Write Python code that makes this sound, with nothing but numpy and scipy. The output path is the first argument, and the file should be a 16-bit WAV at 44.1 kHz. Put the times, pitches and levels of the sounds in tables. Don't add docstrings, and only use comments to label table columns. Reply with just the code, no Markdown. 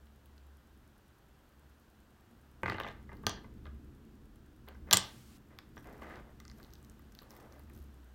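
import sys
import numpy as np
from scipy import signal
from scipy.fft import rfft, irfft, next_fast_len
from scipy.io import wavfile
from scipy.ndimage import map_coordinates

SR = 44100
rng = np.random.default_rng(int(sys.argv[2]) if len(sys.argv) > 2 else 0)


def log_audio(samples):
    frames = np.atleast_2d(samples).T
    limited = np.clip(frames, -1, 1)
    pcm = np.round(limited * 32767).astype(np.int16)
    wavfile.write(sys.argv[1], SR, pcm)


def voltage_ratio(level):
    return 10 ** (np.asarray(level, float) / 20)


N = 359018


def unit(x):
    return x / np.sqrt(np.mean(x ** 2) + 1e-20)


def along(points, hz):
    f, value = np.transpose(points)
    return np.interp(np.log(hz + 1), np.log(f + 1), value)


def curves(rows):
    t, *columns = np.transpose(rows)
    return [np.interp(np.arange(N) / SR, t, c) for c in columns]


def wobble(rate):
    knots = rng.standard_normal(int(N * rate / SR) + 4)
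    return map_coordinates(knots, [np.arange(N) * rate / SR])


def filtered(x, response):
    m = next_fast_len(len(x) + 8192)
    return irfft(rfft(x, m) * response(np.fft.rfftfreq(m, 1 / SR)), m)[:len(x)]


def modes(table, scatter_db=0, sign=-1):
    gains = [voltage_ratio(db + scatter_db * rng.standard_normal()) for _, _, db in table]

    def response(f):
        total = 0
        for k, (gain, (centre, width, _)) in enumerate(zip(gains, table)):
            damping = 1j * f * width
            total = total + sign ** k * gain * damping / (centre * centre - f * f + damping)
        return total
    return response


def soft(response, edge_hz):
    return lambda f: response(f) / (1 + 1j * f / edge_hz) ** 2


def noise(response, source=None):
    source = rng.standard_normal(N) if source is None else source
    return unit(filtered(source, response))


def struck(response, contact_s, rough):
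    t = np.arange(SR // 6) / SR
    chatter = voltage_ratio(-60 * t / contact_s) * rng.standard_normal(len(t))
    force = (t == 0) + rough * chatter
    ring = filtered(force, response)
    return ring / np.abs(ring).max()


def stroke(rows):
    t, db = np.transpose(rows)
    return np.interp(np.arange(N) / SR, t, voltage_ratio(db), 0, 0)


def strokes(rows, attack_s, release_s, fade_db=0, axis=2):
    t, gain = np.arange(N) / SR, np.zeros(N)
    for row in rows:
        start, end = row[0], row[0] + max(row[1], 2.4 * attack_s)
        shape = np.interp(t, [start, start + attack_s, end, end + release_s], [0, 1, voltage_ratio(-fade_db), 0])
        gain = np.maximum(gain, voltage_ratio(row[axis]) * shape)
    return gain


def add(out, s, x):
    out[round(s * SR):][:len(x)] += x


# f/Hz, t60/s
REVERBERATION = [(100, .4), (500, 0.41), (2000, 0.37), (5000, 0.29), (8000, 0.16), (12000, 0.077)]


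def echo(x):
    hz, t, z = signal.stft(rng.standard_normal(SR // 2), SR, nperseg=256)
    decay = voltage_ratio(-60 * t / along(REVERBERATION, hz)[:, None])
    tail = signal.istft(z * decay, SR, nperseg=256)[1]
    delayed = np.pad(tail / np.linalg.norm(tail), (130, 0))
    return signal.fftconvolve(x, delayed)


def add_in_room(out, s, x, echo_db):
    add(out, s, x)
    add(out, s, voltage_ratio(echo_db) * echo(x))


# f/Hz, relative level per Hz/dB
RUMBLE_SPECTRUM = [(12, -32.5), (20, -9.5), (70, 1), (102, -11), (123, -3), (177, -13), (217, -3.5),
                   (258, -12), (296, -9), (500, -23.5), (650, -54), (1100, -120)]
# t/s, rms level/dB
RUMBLE_LEVEL = [(0, -65), (1.6, -64), (2.65, -61.5), (2.75, -51.5), (2.87, -49.5), (2.99, -56.5),
                (3.22, -48), (3.6, -53), (3.87, -53), (4.08, -56.5), (4.76, -58.5), (4.88, -53), (5.1, -59),
                (5.9, -57.5), (6.5, -56), (7.44, -59.5), (7.8, -55), (8.14, -65.5)]


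def rumble():
    level_db, = curves(RUMBLE_LEVEL)
    return voltage_ratio(level_db + 1.1 * wobble(8)) * noise(lambda f: voltage_ratio(along(RUMBLE_SPECTRUM, f)))


# start t/s, length/s (at least 0.312 s is played), level/dB
HUM_SWELLS = [(-.1, .8, -58.5), (1.5, .45, -67), (2.82, .25, -56), (3.27, .1, -57), (3.53, .17, -50),
              (3.98, .45, -64.5), (4.6, .3, -52.5), (5.56, .16, -65), (5.9, .1, -62.5), (6.19, .12, -57),
              (6.47, .1, -59.5), (6.74, .35, -60.5), (7.5, .75, -54)]


def hum():
    swell = voltage_ratio(-76) + strokes(HUM_SWELLS, attack_s=0.13, release_s=0.1)
    hz = 69 + 1.8 * wobble(4.4)
    return np.sin(2 * np.pi * np.cumsum(hz) / SR) * swell * voltage_ratio(2.5 * wobble(7.9))


# f/Hz, relative level per Hz/dB
HISS_SPECTRUM = [(180, -31), (300, -5.5), (366, -9), (446, -10), (745, -10.5), (850, -11.5), (923, -11.5),
                 (1590, -12), (2180, -20.5), (2990, -20), (4820, -25.5), (9660, -30), (10500, -32.5),
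                 (12600, -27), (15600, -30)]


def hiss():
    return voltage_ratio(-68.5 + 0.98 * wobble(0.41)) * noise(lambda f: voltage_ratio(along(HISS_SPECTRUM, f)))


# t/s, rms level/dB
BRIGHT_HISS = [(4.98, -58), (5.1, -63), (5.25, -66.5), (5.372, -66.5), (5.378, -92)]


def bright_hiss():
    band = noise(lambda f: 1j * f / (1500 + 1j * f) / (1 + 1j * f / 6000))
    return stroke(BRIGHT_HISS) * band


def flicker():
    period_s, first_s, decay_s = 0.1024, 0.0575, 0.02
    since = (np.arange(N) / SR - first_s) % period_s
    return voltage_ratio(-68.5 + 2.5 * wobble(5.6) - 60 * since / decay_s) * noise(modes([(11000, 8800, 0)]))


# start t/s, length/s, level at onset/dB
BRUSHES = [(5.75, 0.34, -74), (6.52, .13, -73.5), (6.72, .05, -74), (6.82, .09, -74.5), (7.17, 0.064, -75),
           (7.29, .04, -68), (7.35, 0.077, -75), (7.5, .11, -78.5), (7.72, .1, -72)]


def brush():
    grains = rng.standard_normal(N) * voltage_ratio(6.1 * wobble(250) + 1.6 * wobble(25))
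    gain = strokes(BRUSHES, attack_s=0.013, release_s=0.065, fade_db=1)
    return gain * noise(modes([(14020, 2500, -4.5), (4940, 4400, -7.5)]), grains)


# f/Hz, width/Hz, relative level/dB
BOARD_MODES = [(470, 150, -6.5), (656, 100, -5), (890, 140, -5), (1199, 77, 1.5), (1555, 110, -0.5),
               (1734, 180, -2), (2038, 130, 0), (2500, 220, -9.5), (2900, 400, -14)]


def board(edge_hz, scatter_db=0, first=0):
    return soft(modes(BOARD_MODES[first:], scatter_db), edge_hz)


# start t/s, length/s, rub level at onset/dB, scrape level at onset/dB
DRAGS = [(4.67, 0.042, -57.5, -62.5), (4.87, 0.046, -58, -61.5), (5.5, .1, -64, -71),
         (5.85, 0.15, -55.5, -64.5), (6.014, 0.17, -53, -54.5), (6.21, 0.1, -61.5, -75.5),
         (6.58, 0.11, -64.5, -74), (7.21, 0.061, -60.5, -77), (7.3, 0.28, -59, -70.5)]


def slides():
    grains = rng.standard_normal((2, N)) * voltage_ratio(2.5 * wobble(400) + 0.7 * wobble(30))
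    rub = noise(soft(modes([(497, 810, 0)]), edge_hz=1300), grains[0])
    upper_board, bright = board(edge_hz=4300, first=3), modes([(3300, 2000, 0)])
    scrape = noise(lambda f: upper_board(f) + voltage_ratio(-24.5) * bright(f), grains[1])
    motion = dict(attack_s=0.006, release_s=0.061, fade_db=3)
    return strokes(DRAGS, **motion) * rub + strokes(DRAGS, **motion, axis=3) * scrape


# t/s, crack peak level/dB, crack f/Hz,
# treble drive/dB (14.5 dB is added), board peak re crack peak/dB (2.5 dB is taken off)
FAINT_TICKS = [(0.0694, -57, 3340, -23, -6), (0.2583, -50, 3630, -10, -20), (0.38, -51, 3800, -24, -21),
               (3.153, -54, 3550, -10, -8), (3.1695, -51, 4150, -14, -17),
               (4.6864, -38, 3660, -17.5, -14.5), (5.588, -34, 3040, -27, -7),
               (5.8436, -51, 4220, -13.5, 2), (6.021, -52.5, 3500, -20, 9.5),
               (6.1577, -48.5, 3420, -26, -0.5), (6.4015, -41, 5380, -21, -6),
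               (6.4519, -44, 5070, -29.5, -5.5), (6.4802, -42.5, 5380, -30, -13),
               (6.4988, -43, 4100, -30, -9), (6.5145, -45.5, 5380, -33, -5.5),
               (6.5992, -49, 3380, -19.5, -1), (6.6302, -44.5, 4050, -24, -24),
               (6.6386, -47.5, 3860, -13, -21), (6.6471, -48, 3780, -26, -19),
               (6.7055, -52, 4500, -25, -17), (6.728, -54, 3740, -21, -23), (6.7363, -39.5, 5360, -15, -26),
               (6.7544, -49, 4460, -25, -18), (6.8286, -48.5, 8570, -21.5, -17),
               (6.8477, -47.5, 5770, -14.5, -10.5), (6.8982, -43.5, 8480, -27.5, -30),
               (6.9937, -51, 5660, -9, -3.5), (7.1218, -48, 6260, -18, -15),
               (7.1508, -40.5, 3800, -19, -22), (7.1894, -38.5, 3810, -25.5, -14.5),
               (7.22, -45, 3100, -18, -8), (7.2314, -49.5, 3400, -16, -20), (7.3066, -43, 5720, -17, -17),
               (7.3172, -45.5, 3460, -16, -15), (7.3657, -42, 4500, -8.5, -12),
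               (7.4011, -49, 6100, -13, -8), (7.5242, -47, 5370, -20, -15), (7.562, -58, 3340, -2, -2),
               (7.5954, -45.5, 3680, -10, -17), (7.6984, -48.5, 3445, -7, -3),
               (7.735, -53, 8660, -16, -21.5), (7.7553, -51.5, 3560, -16.5, -11),
               (7.7756, -47, 3460, -12, -20.5), (7.827, -49.5, 3790, -6, -19.5)]


def ticks():
    out = np.zeros(N + SR)
    for s, db, hz, top_db, board_db in FAINT_TICKS:
        crack = modes([(hz, hz / 1.4, 0)])
        top = modes([(14300, 3500, top_db + 14.5)])
        tick = struck(lambda f: crack(f) ** 2 + top(f), contact_s=0.0049, rough=0.29)
        upper_board = board(edge_hz=2600, scatter_db=4.0, first=3)
        wood = struck(upper_board, contact_s=0.02003, rough=0.16)
        add_in_room(out, s, voltage_ratio(db) * (tick + voltage_ratio(board_db - 2.5) * wood), echo_db=-12.5)
    return out[:N]


def rattle(count=40):
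    start_s, length_s, peak_db, fade_db = 2.66, 0.27, -37.5, 8.5
    when, size = rng.random((count, 2)).T
    taps = np.zeros(SR // 2)
    taps[(when * length_s * SR).astype(int)] = voltage_ratio(-fade_db * when - 6.9 * size)
    wood = board(edge_hz=2400)
    bead = soft(modes([(2750, 1100, -5)]), edge_hz=7700)
    touches = filtered(taps, lambda f: wood(f) + bead(f))
    touches = voltage_ratio(peak_db) * touches / np.abs(touches).max()
    out = np.zeros(N + SR)
    add_in_room(out, start_s, touches, echo_db=-9)
    return out[:N]


# t/s, peak level/dB, f/Hz
FREE_RINGS = [(4.9338, -13, 7460), (4.9425, -19.5, 7400), (4.9712, -14.5, 8260), (5.7779, -54, 5750)]


def rings():
    out = np.zeros(N + SR)
    for s, db, hz in FREE_RINGS:
        mode = modes([(hz, hz / 14, 0)])
        ring = voltage_ratio(db) * struck(lambda f: mode(f) ** 2, contact_s=0.0031, rough=0.2)
        add_in_room(out, s, ring, echo_db=-12.5)
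    return out[:N]


# f/Hz, width/Hz, relative level/dB
BENDING_MODES = [(92, 26, -2), (119.7, 16, -2.5), (190.7, 18, -2.5), (325, 20, -9), (380, 40, -9),
                 (438, 85, -7.5)]


def thump(db):
    bending = soft(modes(BENDING_MODES, scatter_db=3.5), edge_hz=1900)
    return voltage_ratio(db) * struck(bending, contact_s=0.004, rough=0.02)


# f/Hz, width/Hz, level before a factor 0.89 more for each row/dB
BEAD_MODES = [(3300, 1000, 16.5), (3800, 340, 0), (5600, 750, 10), (7020, 100, 5), (8960, 210, 3.5),
              (12190, 1900, 7.5)]


def snap(db, hz):
    crack = modes([(hz, hz / 1.4, 0)])
    bead = modes(BEAD_MODES, scatter_db=3.0, sign=0.89)
    spread = voltage_ratio(1.5 + 0.35 * db)
    snapped = lambda f: (crack(f) ** 2 + spread * 1j * f / (2500 + 1j * f)) * (1 + bead(f))
    return voltage_ratio(db) * struck(snapped, contact_s=0.01, rough=0.21)


# t/s, board peak level/dB, snap peak level/dB, thump peak level/dB, snap f/Hz
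BLOWS = [(2.6328, -22, -41, -32, 9300), (2.6588, -21.5, -40.5, -33.5, 3930), (2.6806, -23, -51, -31, 4010),
         (2.6983, -22.5, -29.5, -33.5, 4140), (2.7206, -25, -50, -37.5, 3490),
         (2.7456, -34, -60, -36, 4120), (2.783, -28.5, -43, -48, 3630), (2.8002, -25.5, -31.5, -48, 3030),
         (2.8095, -28.5, -42, -68, 3230), (2.835, -40, -37.5, -55, 4020), (2.8458, -30, -62, -58, 4180),
         (2.8646, -35, -54, -60, 3320), (2.8761, -43, -44, -63, 3300), (2.8856, -41, -40.5, -57, 3920),
         (2.8967, -43, -53, -56.5, 3250), (3.091, -44.5, -71, -61, 3850), (3.116, -44, -67, -57, 3810),
         (3.1308, -47, -59, -43, 4230), (3.2353, -45, -64, -50, 3100), (3.2669, -20.5, -15.5, -25.5, 5600),
         (3.2944, -34.5, -26.5, -53, 5540), (3.373, -44.5, -49.5, -56, 3530),
         (3.443, -47.5, -64, -53, 3770), (3.6546, -43.5, -50, -52, 3430), (3.667, -47, -52, -63, 3020),
         (4.679, -48, -55, -56.5, 3253), (4.7476, -52, -63, -56, 5290), (4.9109, -23.5, -13.5, -37.5, 4300),
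         (4.916, -28, -35.5, -42, 3830), (4.9213, -33, -28, -40.5, 3940), (4.9287, -19, -4, -39, 6256),
         (4.9331, -18, -2, -29, 7547), (4.9381, -21, -14, -38.5, 3640), (4.9441, -26, -20, -33, 5000),
         (4.969, -27, -18, -45, 4340), (4.9711, -27, -10, -39.5, 6500), (5.7682, -43, -56, -48.5, 3120),
         (5.7779, -47, -51, -54, 3060)]


def knocks():
    out = np.zeros(N + SR)
    for s, board_db, snap_db, thump_db, hz in BLOWS:
        light = np.clip((-31.0 - board_db) / 12, 0, 1)
        contact_s, rough = 0.049 + 0.0061 * light, 0.04 + 0.3525 * light
        wood = voltage_ratio(board_db) * struck(board(edge_hz=1900, scatter_db=2.5), contact_s, rough)
        add_in_room(out, s, wood + thump(thump_db), echo_db=-10)
        add_in_room(out, s, snap(snap_db, hz), echo_db=-10)
    return out[:N]


def scene():
    behind = rumble() + hum() + hiss() + bright_hiss() + flicker()
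    handling = brush() + slides() + ticks()
    return (behind + handling + rattle() + rings() + knocks())[None]


def top_cut(x):
    return signal.sosfilt(signal.butter(12, 16830, fs=SR, output="sos"), x)


def record(dry):
    kept = filtered(dry[0], lambda f: np.where(f < 15850, 1, voltage_ratio(-23.5)))
    return top_cut(kept[None])


dry = scene()
out = record(dry)
log_audio(out)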